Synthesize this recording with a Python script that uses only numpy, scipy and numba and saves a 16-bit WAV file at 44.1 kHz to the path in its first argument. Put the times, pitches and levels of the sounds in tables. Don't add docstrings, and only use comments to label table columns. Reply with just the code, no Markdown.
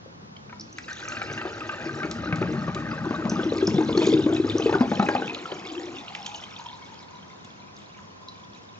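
import sys
import numpy as np
from scipy import signal
from scipy.fft import rfft, irfft, next_fast_len
from scipy.io import wavfile
from numba import njit

SR = 44100
rng = np.random.default_rng(int(sys.argv[2]) if len(sys.argv) > 2 else 0)


def wav_out(sig):
    wavfile.write(sys.argv[1], SR, np.round(np.clip(np.atleast_2d(sig).T, -1, 1) * 32767).astype(np.int16))


N = 387638
TIME = np.arange(N) / SR
FFT_SIZE = next_fast_len(N + SR)
FREQ = np.maximum(np.arange(FFT_SIZE // 2 + 1) * SR / FFT_SIZE, 1)
POUR_S, CHOKE_S, SLURP_S, EMPTY_S, FILL_S = 0.88, 3.315, 4.68, 5.28, 6.05

# frequency in Hz, relative level in dB.
ROOM_SPECTRUM = [(30, -31.5), (105, 1), (135, -9.5), (180, -2.5), (320, -7.5), (550, -12), (1200, -16.5),
                 (2200, -25), (6000, -29), (8000, -40.5)]
# time in seconds, level in dB.
VORTEX_LEVEL = [(0.0, -53), (0.9, -53), (1.3, -42.5), (1.71, -45), (2.45, -30.5), (2.99, -35.5),
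                (3.23, -31), (4.23, -24), (4.41, -33), (4.75, -23), (5.07, -26), (5.3, -37), (5.6, -43),
                (5.93, -39), (6.1, -55.5), (8.79, -55)]
# time in seconds, pitch in Hz.
POCKET_PITCH = [(0.6, 206.5), (1.2, 323), (2.0, 300), (2.4, 175.2), (4.5, 350), (4.9, 239), (5.5, 378),
                (5.97, 335), (6.03, 183.4)]
# frequency in Hz, bandwidth in Hz, gain in dB.
LOW_MODES = [(72, 19, -3), (104.7, 8.4, 2.5), (142.3, 3.2, 3), (225.4, 1.7, -3), (337.4, 44, -5)]
# start in seconds, level in dB, pitch in Hz, level of the splash in dB.
GULPS = [(0.059, -38, 512, -60), (1.45, -32.5, 324, -28.5), (1.859, -25.5, 317, -34),
         (2.044, -23, 310, -32), (2.323, -18, 155, -29.5), (2.414, -19.5, 345, -25),
         (2.678, -21.5, 147.5, -26.5), (3.062, -20.5, 317, -38), (3.106, -16, 254, -27),
         (3.25, -15.5, 200, -28), (3.315, -15.5, 202, -27), (3.391, -20, 342, -33), (3.461, -14, 302, -44),
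         (3.52, -15, 462, -33.5), (3.625, -11.5, 371, -36), (3.673, -16.5, 185, -26.5),
         (3.74, -13.5, 186.6, -30), (3.782, -11.5, 343, -25.5), (3.806, -15.5, 297, -25),
         (3.89, -14.5, 410, -25.5), (3.95, -15.5, 416, -37), (3.973, -11, 344, -24.5),
         (3.99, -13.5, 361, -38), (4.015, -14.5, 395, -24), (4.071, -10, 383, -28), (4.088, -12, 309, -38),
         (4.126, -10, 421, -40), (4.137, -8, 315, -35.5), (4.163, -17, 347, -34.5), (4.189, -9, 328, -32.5),
         (4.26, -11.5, 281, -26.5), (4.298, -15, 382, -34), (4.322, -12.5, 318, -29),
         (4.347, -17, 330, -38), (4.398, -10, 338, -60), (4.443, -12.5, 308, -30), (4.551, -11.5, 334, -32),
         (4.596, -16.5, 392, -26), (4.659, -7, 415, -26.5), (4.692, -15.5, 342, -24),
         (4.725, -14.5, 427, -20), (4.75, -10.5, 369, -23), (4.806, -8.5, 233, -18.5),
         (4.913, -17, 212, -22), (4.993, -12, 201.3, -20), (5.023, -23.5, 202, -21.5),
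         (5.086, -15.5, 390, -19.5), (5.148, -19, 386, -17.5), (5.219, -27, 366, -29),
         (5.519, -24.5, 371, -28)]
# frequency in Hz, bandwidth in Hz, relative gain in dB.
THROAT_MODES = [(426, 250, 39), (793.4, 260, 10), (1328, 320, -3), (2370, 430, -9.5)]
# frequency in Hz, relative gain in dB.
DEEP_FIZZ_COLOUR = [(2500, 5.5), (3200, -5), (4000, 2), (6000, -0.5)]
# start in seconds, level in dB, pitch in Hz.
GRATE_BUBBLES = [(0.365, -39.5, 3100), (0.597, -34, 5240), (0.609, -30.5, 5640), (0.7275, -38, 6000),
                 (0.9298, -32.5, 6060), (1.0848, -27.5, 6170), (3.2963, -22, 6030), (3.4308, -31.5, 3370),
                 (3.6707, -19, 5270), (3.9269, -27.5, 3470), (3.9743, -21.5, 4290), (4.068, -25, 6650),
                 (4.136, -24, 3550), (4.3633, -33.5, 2600), (4.5823, -24, 6110), (4.6219, -26.5, 3070),
                 (4.665, -29.5, 2550), (4.97, -33, 2560), (4.995, -29, 2560), (5.0627, -27.5, 2490),
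                 (5.162, -26.5, 2570), (5.2775, -27, 2600), (5.296, -25, 2470), (5.517, -30, 3080),
                 (6.0806, -31, 2830), (6.3453, -30.5, 2980), (6.66, -35.5, 3200), (8.2846, -33, 3940)]
# start in seconds, level in dB.
GOBS = [(0.495, -43), (0.526, -41.5), (0.881, -38), (1.052, -37.5), (1.0767, -32), (1.119, -31.5),
        (1.1682, -32.5), (1.2162, -26.5), (1.2973, -33.5), (1.3759, -29), (1.4139, -30.5), (1.6044, -31.5),
        (1.6921, -27.5), (2.031, -28.5), (2.3246, -25.5), (2.4247, -30), (2.912, -35)]
# frequency in Hz, bandwidth in Hz, relative gain in dB.
PIPE_MODES = [(156, 8.8, 5.5), (599, 103, 14.5), (797, 61, 12.5), (1210, 165, 6), (1530, 94, 7),
              (1821, 63, 2), (2420, 71, 3), (2630, 77, -11.5), (3490, 150, -9), (4170, 110, -18),
              (5900, 900, -26)]
# start in seconds, level in dB, pitch in Hz.
PIPE_BUBBLES = [(0.525, -38, 975), (2.677, -25, 1160), (3.141, -24.5, 1152), (3.3589, -24.5, 1230),
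                (4.016, -25, 627), (4.693, -23, 842), (4.741, -17, 1474), (4.751, -19.5, 1180),
                (4.807, -31, 722), (4.914, -21.5, 832), (4.997, -18, 1288), (5.026, -21.5, 774),
                (5.085, -24, 1610), (5.151, -17.5, 810), (5.22, -24.5, 1510), (5.455, -25.5, 1330),
                (6.661, -34.5, 957)]
# start in seconds, level in dB, pitch in Hz, spray level in dB.
WET_SMACKS = [(0.7839, -22.5, 2140, -34), (2.112, -28, 6000, -28), (2.358, -39, 3870, -35.5),
              (2.747, -30.5, 3500, -32), (4.999, -21, 1004, -56), (5.087, -15.5, 1920, -36.5),
              (5.347, -20.5, 3730, -55), (6.15, -20, 2850, -38), (6.2628, -46, 5000, -26),
              (7.446, -57, 4500, -42), (7.989, -39, 1700, -54)]
# frequency in Hz, relative gain in dB.
GRATE_FIZZ_COLOUR = [(1000, 13.5), (2000, -1), (3600, 8), (4500, 1), (5200, 3), (6300, -0.5), (8500, 4.5)]
# frequency in Hz, bandwidth in Hz, gain in dB.
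COLUMN_MODES = [(242, 8, -1), (810, 32, 4.5)]
# time in seconds, level in dB.
TRAP_LEVEL = [(5.9, -54), (6.28, -46.5), (6.45, -56), (6.72, -44), (6.85, -54), (6.97, -51), (7.58, -61),
              (7.95, -56), (8.79, -60)]
# frequency in Hz, left minus right in dB.
PORT_LEVEL_GAP = [(250, 3), (600, 2), (1500, 2), (2800, -1), (6000, 0)]
# frequency in Hz, lead of the left in radians.
PORT_PHASE_LEAD = [(400, 0.089), (700, 0.8), (1300, 1.06), (3000, 1.71), (6000, 0.68)]


def undb(db):
    return 10 ** (np.asarray(db) / 20)


def unit(x):
    return x / np.sqrt(np.mean(x ** 2))


def curve(rows, t):
    return np.interp(t, *np.transpose(rows))


def across(points):
    hz, value = np.transpose(points)
    return np.interp(np.log(FREQ), np.log(hz), value)


def during(start_s, end_s, fade_s):
    return np.clip(1 + np.minimum(TIME - start_s, end_s - TIME) / fade_s, 0, 1)


def since(s):
    return np.maximum(TIME - s, 0)


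def filtered(x, response):
    return irfft(rfft(x, FFT_SIZE) * response, FFT_SIZE)[..., :N]


def resonances(modes):
    return sum(undb(db) / (1 + 1j * (FREQ ** 2 - hz ** 2) / (FREQ * width)) for hz, width, db in modes)


def unit_power(response):
    return response / np.sqrt(np.mean(np.abs(response) ** 2))


@njit
def ring_down(starts, hz, cycles, sizes, rise):
    out = np.zeros(N)
    for k in range(len(starts)):
        first, life, phase = int(starts[k] * SR), cycles[k] * SR / hz[k], 0.
        for i in range(min(int(6 * life), N - first)):
            phase += hz[k] / SR * (1 + rise * (1 - np.exp(-i / life / 2)))
            envelope = (1 - np.exp(-phase * phase / 2)) * np.exp(-i / life)
            out[first + i] += sizes[k] * envelope * np.sin(2 * np.pi * phase)
    return out


def bubbles(starts, hz, sizes, cycles, rise):
    return ring_down(starts, hz, np.full(len(starts), cycles, float), sizes, rise)


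@njit
def cavity(x, hz, width_hz):
    y, band, low = np.empty(N), 0., 0.
    for i in range(N):
        tuning, damping = np.tan(np.pi * hz[i] / SR), width_hz / hz[i]
        velocity = (band + tuning * (x[i] - low)) / (1 + tuning * (tuning + damping))
        band, low = 2 * velocity - band, low + 2 * tuning * velocity
        y[i] = damping * velocity
    return y


def swarm(count, spread_db):
    slot, size, pitch, ring = rng.random((count, 4)).T
    size_db = spread_db * np.minimum(-np.log(1 - size), np.pi)
    return (np.arange(count) + slot) * N / SR / count, undb(size_db), 2 * pitch - 1, 2 * ring - 1


def spurts(per_s, depth_db):
    steps = rng.standard_normal(N // 100)
    return unit(undb(depth_db * np.interp(TIME * per_s, np.arange(len(steps)), steps)))


def patter(per_s, spread_db):
    hits = (rng.random(N) < per_s / SR) * np.sign(rng.standard_normal(N))
    return unit(hits * undb(spread_db * np.minimum(rng.exponential(size=N), 4)))


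def bursts(starts, levels_db, decay_s):
    out, t = np.zeros(N), TIME[:SR // 8]
    for start, db in zip(starts, levels_db):
        first = int(start * SR)
        burst = undb(db) * rng.standard_normal(len(t)) * np.exp(-t / decay_s)
        out[first:first + len(t)] += burst[:N - first]
    return out


def room_tone(level_db=-47.5):
    mid, side = filtered(rng.standard_normal((2, N)), undb(across(ROOM_SPECTRUM)))
    side = filtered(side, undb(across([(150, -7.0), (1000, 8.5), (4000, 7.0)])))
    return unit(np.array([mid + side, mid - side])) * undb(level_db)


def churn():
    s, size, pitch, ring = swarm(count=1200, spread_db=0.5)
    hz = np.where(np.abs(ring) < .7, curve(POCKET_PITCH, s) * 2 ** (.5 * pitch), 290 * 2 ** (1.05 * pitch))
    pockets = unit(bubbles(s, hz, size, cycles=1.76 * 2 ** (.5 * ring), rise=0.04))
    hum_hz = curve(POCKET_PITCH, TIME) * spurts(per_s=25, depth_db=.45)
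    hum = unit(cavity(pockets, hum_hz, width_hz=30.) * spurts(per_s=24, depth_db=4))
    rush = during(POUR_S, EMPTY_S, fade_s=0.21)
    mix = pipe_echo(pockets) * undb(-5.5 + 5.6 * rush) + hum * undb(-0.5 - 30 * rush)
    level_db = curve(VORTEX_LEVEL, TIME)
    choke_db = 0.15 * np.maximum(level_db + 36, 0) + 7 * during(SLURP_S, EMPTY_S - .1, fade_s=0.1)
    drained_db = 6.9 * np.minimum(since(FILL_S - .1) / 0.49, 1)
    swell_db = np.interp(TIME, [5.10, 5.21, 5.25], [0, 9, 0])
    return mix * undb(level_db + swell_db - choke_db - drained_db + 0.7)


def pipe_echo(x):
    round_trip = np.exp(-2j * np.pi * FREQ / 71.5)
    return filtered(x, 1 - undb(-9.5) * round_trip / (1 + 1j * FREQ / 900))


def rumble():
    bass = undb(across([(30, -27.0), (55, -5.5), (135, 0.5), (200, -0.5), (400, -49.5)]))
    buffet = unit(filtered(rng.standard_normal(N), bass * (.5 + resonances(LOW_MODES))))
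    level_db = 0.77 * np.minimum(curve(VORTEX_LEVEL, TIME) + 33, 0) - 40.5
    return buffet * undb(level_db) * during(0, SLURP_S, fade_s=0.69)


def glugs(trail_decay_s=0.022):
    s, db, hz, splash_db = np.array(GULPS, float).T.copy()
    pockets = bubbles(s - 0.22 / hz, hz, undb(db + 9.5), cycles=1.8, rise=0.05)
    throat_hz = np.array(THROAT_MODES)[:, 0]
    trail = 0
    for centre_hz in throat_hz:
        size = undb(splash_db + 1.5 - 9.7 * np.abs(np.log2(centre_hz / throat_hz[1])))
        for turn in range(5):
            late, pitch = rng.random((len(s), 2)).T
            after_s = .002 + .014 * turn + .009 * late
            shed_hz = centre_hz * 2 ** (.8 * (pitch - .4))
            shed_size = size * np.exp(-after_s / trail_decay_s)
            trail += bubbles(s + after_s, shed_hz, shed_size, cycles=5, rise=0.02)
    splash = bursts(s + 0.001997, splash_db, decay_s=0.0067)
    throat = unit_power(resonances(THROAT_MODES) / (1 + 1j * FREQ / 4200) ** 2)
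    return pockets + trail + filtered(splash, throat)


def deep_fizz(fullest_s=1.01, build_db_per_s=41, fall_db_per_s=4):
    s, size, pitch, ring = swarm(count=5000, spread_db=3.6)
    pings = unit(bubbles(s, 4500 * 2 ** (.8 * pitch), size, cycles=9 * 2 ** ring, rise=0.02))
    pings = unit(filtered(pings * spurts(per_s=40, depth_db=4), undb(across(DEEP_FIZZ_COLOUR))))
    level_db = -48.5 - build_db_per_s * np.maximum(fullest_s - TIME, 0) - fall_db_per_s * since(fullest_s)
    return pings * undb(level_db) * during(0, CHOKE_S, fade_s=0.23)


def plinks():
    s, db, hz = np.array(GRATE_BUBBLES, float).T.copy()
    out = bubbles(s, hz, undb(db + 2), cycles=12, rise=0.025)
    for _ in range(2):
        late, pitch = rng.random((len(s), 2)).T
        out += bubbles(s + 0.0051 * late, hz * 2 ** (1.1 * (pitch - .5)), undb(db), cycles=4, rise=0.019)
    return out


def splats():
    s, db = np.array(GOBS, float).T.copy()
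    spatter = bursts(s, db, decay_s=0.0043)
    trapped = 0
    for centre_hz in (1400, 2400):
        late, pitch = rng.random((len(s), 2)).T
        hz = centre_hz * 2 ** (.35 * (pitch - .5))
        trapped += bubbles(s + .003 * late, hz, undb(db + 2), cycles=10, rise=0.012)
    wet_contact = 1 / ((1 + 1800 / (1j * FREQ)) * (1 + 1j * FREQ / 1800)) ** 3
    return trapped + filtered(spatter, unit_power(resonances(PIPE_MODES) * wet_contact))


def pops():
    s, db, hz = np.array(PIPE_BUBBLES, float).T.copy()
    return bubbles(s, hz, undb(db + 0.5), cycles=10, rise=0.0069)


def smacks():
    s, db, hz, spray_db = np.array(WET_SMACKS, float).T.copy()
    smack = bubbles(s, hz, undb(db + 14.5), cycles=1, rise=0.02)
    snap = bubbles(s + 0.0028, hz * 0.76, undb(db + 12.5), cycles=1, rise=0.02)
    spray = bursts(s, spray_db, decay_s=0.0036)
    return smack + snap + filtered(spray, unit_power(resonances([(3900, 8000, 0)])))


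def film(level_db=-40.5, smother_db=6, thin_hz=2038, thick_hz=1450):
    s, size, pitch, ring = swarm(count=1800, spread_db=4.2)
    hz = np.interp(s, [POUR_S, CHOKE_S], [thin_hz, thick_hz]) * 2 ** (.6 * pitch)
    babble = unit(bubbles(s, hz, size, cycles=7 * 2 ** (.5 * ring), rise=0.017))
    age_s = since(POUR_S)
    choked = during(CHOKE_S + 0.34, EMPTY_S, fade_s=0.18)
    flow = undb(level_db - smother_db * choked) * during(POUR_S, EMPTY_S, fade_s=0.0076)
    flow *= spurts(per_s=38, depth_db=2.0)
    flow *= 1 - 0.42 * np.exp(-age_s / 0.035)
    impacts = (undb(-2) * patter(per_s=900, spread_db=2.2) + undb(-9) * babble) * flow
    rung = filtered(impacts, unit_power(resonances(PIPE_MODES) / (1 + 1j * FREQ / 4200) ** 2))
    lows = filtered(rung, 1 / (1 + (FREQ / 1050) ** 6))
    rung -= 0.81 * lows * np.exp(-age_s / 0.5)
    return rung + undb(-4 - 3.5 * age_s) * babble * flow


def grate_fizz(hold_s=2.62, fall_db_per_s=13):
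    s, size, pitch, ring = swarm(count=5600, spread_db=4.8)
    pings = unit(bubbles(s, 3900 * 2 ** (.95 * pitch), size, cycles=4.5 * 2 ** (1.6 * ring), rise=0.02))
    crackle = undb(-5) * patter(per_s=1000, spread_db=4.4)
    clusters = (pings + crackle) * spurts(per_s=30, depth_db=3.0)
    fizz = unit(filtered(clusters, undb(across(GRATE_FIZZ_COLOUR))))
    froth = undb(-44 - fall_db_per_s * since(CHOKE_S + hold_s)) + undb(-61)
    froth *= undb(-3.5 * during(EMPTY_S + 0.11, FILL_S - .2, fade_s=0.48))
    backed_up = np.minimum(since(CHOKE_S - .2) / 0.47, 1)
    spray = undb(-39) * np.exp(-((TIME - 4.06) / 0.07) ** 2)
    return fizz * (backed_up * froth + spray)


def air_column(gulps):
    slurps = gulps * during(SLURP_S + 0.12, EMPTY_S, fade_s=0.05)
    return gulps + filtered(slurps, resonances(COLUMN_MODES))


def trap_hz(t, low_hz=764, full_hz=1032, time_constant_s=0.69):
    return full_hz - (full_hz - low_hz) * np.exp(-np.maximum(t - FILL_S, 0) / time_constant_s)


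def trickle(settle_db_per_s=7.5):
    s, size, pitch, ring = swarm(count=2600, spread_db=3.5)
    drops = bubbles(s, trap_hz(s) * 2 ** (.25 * pitch), size, cycles=3 * 2 ** ring, rise=0.05)
    note_hz = trap_hz(TIME) * spurts(per_s=28, depth_db=.35)
    note = unit(cavity(drops, note_hz, width_hz=70.) * spurts(per_s=16, depth_db=2.5))
    s, size, pitch, ring = swarm(count=5000, spread_db=3.2)
    stirred = unit(bubbles(s, 1400 * 2 ** pitch, size, cycles=2 * 2 ** ring, rise=0.013))
    settling = undb(-46 - settle_db_per_s * since(EMPTY_S))
    mix = note * undb(curve(TRAP_LEVEL, TIME)) + stirred * settling
    return mix * during(EMPTY_S, TIME[-1], fade_s=0.017)


def reflections(t60_s, wet_db, channels):
    t = TIME[:SR // 2]
    tail = rng.standard_normal((channels, len(t))) * np.exp(-np.log(1000) * t / t60_s) * (t > .002)
    return undb(wet_db) * unit_power(rfft(tail, FFT_SIZE))


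def bowl_echoes(drain, positions=5):
    out, colour = 0, undb(across([(400, -3.5), (1200, -1.5)]))
    for position in np.eye(positions):
        crossfade = np.sqrt(np.interp(TIME, np.linspace(0, TIME[-1], positions), position))
        out += filtered(drain * crossfade, reflections(t60_s=0.3, wet_db=-4.5, channels=1) * colour)
    return out


def scene():
    drain = air_column(pipe_echo(glugs())) + churn() + rumble() + film() + splats() + smacks() + pops()
    drain += deep_fizz() + grate_fizz() + plinks() + trickle()
    basin = (1 + resonances(LOW_MODES)) * undb(across([(35, -21.0), (80, -4.5), (900, 2.1)]))
    radiated = bowl_echoes(drain) + filtered(drain, basin)
    sides = np.array([[.5], [-.5]])
    ports = undb(sides * across(PORT_LEVEL_GAP)) * np.exp(1j * sides * across(PORT_PHASE_LEAD))
    room = reflections(t60_s=.3, wet_db=-13, channels=2) * undb(across([(300, -10), (2500, 0)]))
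    return filtered(radiated, ports + room) + room_tone()


def record(dry, rolloff_hz=7150, top_hz=8900):
    soft = signal.sosfilt(signal.butter(14, rolloff_hz, fs=SR, output="sos"), dry)
    return signal.sosfilt(signal.ellip(8, .2, 70, top_hz, fs=SR, output="sos"), soft)


dry = scene()
out = record(dry)
wav_out(out)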